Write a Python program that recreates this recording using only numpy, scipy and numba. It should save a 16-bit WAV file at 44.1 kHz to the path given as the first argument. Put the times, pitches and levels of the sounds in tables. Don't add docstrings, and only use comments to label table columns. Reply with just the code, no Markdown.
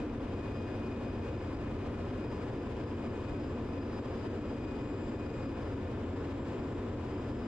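import sys
import numpy as np
from scipy import signal
from scipy.fft import rfft, irfft
from scipy.io import wavfile
from scipy.ndimage import uniform_filter1d
from numba import njit

SR = 44100
rng = np.random.default_rng(int(sys.argv[2]) if len(sys.argv) > 2 else 0)


def digitize_waveform(pressure):
    field = np.atleast_2d(pressure).T
    bounded = np.clip(field, -1, 1)
    quanta = np.round(bounded * 32767).astype(np.int16)
    wavfile.write(sys.argv[1], SR, quanta)


N = 329425

GENERATOR_CYCLE_HZ = 7.5092


def amp(db):
    return 10 ** (np.asarray(db) / 20)


def at_hz(points, hz):
    table = np.array(points, float)
    return np.interp(np.log(hz + 1), np.log(table[:, 0]), table[:, 1])


def drift(rate_hz):
    step = 40
    pole = np.exp(-2 * np.pi * rate_hz * step / SR)
    noise = rng.standard_normal(N // step + 4002)
    slow = signal.lfilter([1], [1, -2 * pole, pole * pole], noise)[4000:]
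    slow = (slow - slow.mean()) / slow.std()
    return np.interp(np.arange(N) / step, np.arange(len(slow)), slow)


def hum(cycle_hz, orders, wander_cycles, waver_db):
    cycles = np.arange(N) * cycle_hz / SR + wander_cycles * drift(0.42)
    out = np.zeros(N)
    for order, level_db in orders:
        level = amp(level_db + waver_db * drift(0.96))
        out += level * np.sin(2 * np.pi * (round(order) * cycles + rng.random()))
    side_gain = amp([[.25], [-.25]])
    return np.sqrt(2) * out * side_gain


def main_engine():
    # multiple of the turn rate, level/dB
    main_orders = [(12, -73.5), (14, -61.5), (15, -71), (16, -66.5), (17, -67.5), (19, -70.5), (21, -63),
                   (23, -66), (24, -65.5), (27, -63.5), (28, -57.5), (32, -62), (33, -67.5), (38, -68.5),
                   (42, -53.5), (43, -65), (45, -59), (48, -53), (51, -69), (53, -53), (55, -52),
                   (59, -54.5), (69, -56), (72, -56)]
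    return hum(1.7238, main_orders, wander_cycles=.0012, waver_db=2.5)


def generator():
    # multiple of the four-stroke cycle rate, level/dB
    generator_orders = [(12, -55.5), (14, -57.5), (17, -58.5), (18, -60.5), (22, -65.5), (25, -67),
                        (27, -62), (29, -54.5), (31, -55), (94, -67), (132, -67), (136, -68), (160, -72.5),
                        (178, -78.5), (207, -78.5), (231, -81)]
    return hum(GENERATOR_CYCLE_HZ, generator_orders, wander_cycles=0.0015, waver_db=0.0)


def at_ports(white, spectrum, lift_db=0):
    # f/Hz, likeness 0-1
    port_likeness = [(40, .996), (100, .9992), (180, .993), (350, .984), (700, .78), (1400, .72),
                     (2800, .68), (5600, .3), (8000, .05), (11000, 0)]
    # f/Hz, difference/dB
    left_bias = [(60, .2), (110, .2), (200, .8), (360, 1.3), (640, 2.2), (1160, 2), (2100, 3.8),
                 (3800, 2.5), (9000, -1)]
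    left_lag_s = .00005
    hz = np.arange(N // 2 + 1) * SR / N
    gain = amp(at_hz(spectrum, hz) + lift_db) * np.sqrt(SR / 2)
    shared, own = rfft(white)
    alike = np.clip(at_hz(port_likeness, hz), 0, 1)
    left = shared * np.exp(-2j * np.pi * hz * left_lag_s)
    right = alike * shared + np.sqrt(1 - alike ** 2) * own
    bias = amp(at_hz(left_bias, hz) / 2)
    return irfft(gain * np.array([left * bias, right / bias]), N)


def clatter():
    # f/Hz, level/dB per Hz
    clatter_spectrum = [(250, -95.5), (500, -78), (1000, -83.5), (2000, -99), (3000, -103), (5000, -125),
                        (8000, -160)]
    cycle = rng.standard_normal((2, round(SR / GENERATOR_CYCLE_HZ)))
    repeats = N // cycle.shape[1] + 1
    return at_ports(np.tile(cycle, repeats)[:, :N], clatter_spectrum)


def roar(low_flicker_db=0.38, high_flicker_db=0.73):
    # f/Hz, level/dB per Hz
    roar_spectrum = [(14, -88.5), (32, -73), (60, -71), (78, -71.5), (125, -68.5), (160, -71.5), (205, -70),
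                     (400, -67.5), (800, -86), (1050, -83), (2000, -92), (3000, -95.5), (4300, -104),
                     (7400, -112), (7900, -117), (10500, -126), (12400, -127)]
    # centre f/Hz, width/Hz, lift/dB
    resonances = [(39, 8.7, 0), (117, 20, 2), (223, 12, 4.5), (235.1, 5.6, 10.5), (252.5, 5.8, 8),
                  (273.3, 10.8, 8.5), (296.7, 14.8, 8), (313, 9.2, 1.5), (342, 10, 2.5), (368, 5.6, 5),
                  (400, 5.4, 1), (514, 85, 5), (1290, 12, 2), (1733, 47, 5.5), (3700, 500, 1),
                  (8740, 1300, 4), (930, 78, 1.5), (10060, 590, 3)]
    hz = np.arange(N // 2 + 1) * SR / N
    lift_db = np.zeros(len(hz))
    for centre_hz, width_hz, peak_db in resonances:
        lift_db += peak_db / (1 + ((hz - centre_hz) / (width_hz / 2)) ** 2)
    noise = at_ports(rng.standard_normal((2, N)), roar_spectrum, lift_db)
    for edge_hz, flicker_db in ((1200, low_flicker_db), (3500, high_flicker_db)):
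        high_pass = signal.butter(1, edge_hz, "high", fs=SR, output="sos")
        above = signal.sosfilt(high_pass, noise)
        quick = drift(11)
        quick -= uniform_filter1d(quick, size=SR // 3)
        noise = noise + above * (amp(flicker_db * quick) - 1)
    return noise


def turbocharger(wobble_hz=27, wobble=0.23):
    # t/s, f/Hz
    blade_rate = [(0, 2465.9), (1.8, 2465.9), (3.2, 2467.9), (4.8, 2467.8), (6, 2469.7), (7.47, 2473.6)]
    # t/s, blade tone level/dB, 2nd level/dB, 3rd level/dB, 4th level/dB, swaying lean to the left -1..1
    swells = [(0.2, -68, -81, -96, -101, 0.1), (0.45, -64.5, -77, -87, -98, 0.04),
              (1.15, -64.5, -75, -89, -101, -0.032), (1.5, -71.5, -74.5, -86, -92, -0.11),
              (1.8, -69.5, -81, -90, -96, -0.2), (2.3, -68.5, -75, -89, -95, -0.37),
              (2.85, -73.5, -76, -89, -99, -0.1), (3.25, -68, -75, -82, -102, 0.19),
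              (3.9, -71.5, -75, -86.5, -109, 0.11), (4.35, -72, -76, -80, -101, 0.52),
              (4.8, -62, -73.5, -80, -101, 0.4), (5.05, -70.5, -74.5, -76, -93, 0.66),
              (5.3, -65, -76, -79.5, -98, 0.71), (5.6, -73.5, -73, -85, -96, 0.11),
              (6.0, -74.5, -83, -87, -107, -0.57), (6.5, -77, -80.5, -79, -103, -0.33),
              (7.0, -74, -80, -85, -102, -0.09), (7.3, -78, -71.5, -82, -98, -0.064)]
    # own lean to the left -1..1,
    # share of the swaying lean, level/dB of an echo opposed between ports, waver/dB, flutter/dB
    partial_paths = [(0.43, 0.05, -75.5, 2, 0.8), (0.02, 1, -84, 1.8, 1.9), (.5, .3, -86, 2, 1),
                     (-.08, .2, -101, 2, 3)]
    waver_hz, flutter_hz = 4.9, 27
    t = np.arange(N) / SR
    phase = 2 * np.pi * np.cumsum(np.interp(t, *np.transpose(blade_rate))) / SR
    swell_s, *levels, sway = np.transpose(swells)
    swaying_lean = np.interp(t, swell_s, sway)
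    wobbling = 1 + wobble * np.sin(2 * np.pi * wobble_hz * t + 2.0 * drift(0.7))
    left_right = np.array([[1], [-1]])
    out = np.zeros((2, N))
    for partial, (level_db, path) in enumerate(zip(levels, partial_paths), start=1):
        own_lean, sway_share, echo_db, waver_db, flutter_db = path
        unsteady_db = waver_db * drift(waver_hz) + flutter_db * drift(flutter_hz)
        direct_level = amp(np.interp(t, swell_s, level_db) + unsteady_db)
        direct = direct_level * np.sin(partial * phase + .45 * drift(3.3))
        leaning = np.clip(own_lean + sway_share * swaying_lean, -1, 1)
        echo = amp(echo_db + 3 * drift(2.5)) * np.sin(partial * phase + 2.5 * drift(1.2))
        out += direct * (1 + leaning * left_right) + echo * left_right
    return np.sqrt(2) * wobbling * out


def scene():
    return main_engine() + generator() + clatter() + roar() + turbocharger()


@njit
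def follow(level, attack, release):
    out, held = np.empty_like(level), level.mean()
    for i in range(len(level)):
        held += (level[i] - held) * (attack if level[i] > held else release)
        out[i] = held
    return out


def record(dry):
    hold_db, makeup_db = -38, 6.5
    squeeze = 0.83
    attack_s, release_s = 0.00092, 0.045
    cutoff_hz = 12780
    ahead = np.roll(np.abs(dry).max(axis=0), -round(attack_s * SR))
    held = follow(ahead, 1 / (attack_s * SR), 1 / (release_s * SR))
    excess = np.maximum(held / amp(hold_db), 1)
    gain = excess ** -squeeze * amp(makeup_db)
    low_pass = signal.ellip(14, .5, 50, cutoff_hz, fs=SR, output="sos")
    return signal.sosfilt(low_pass, dry * gain)


dry = scene()
out = record(dry)
digitize_waveform(out)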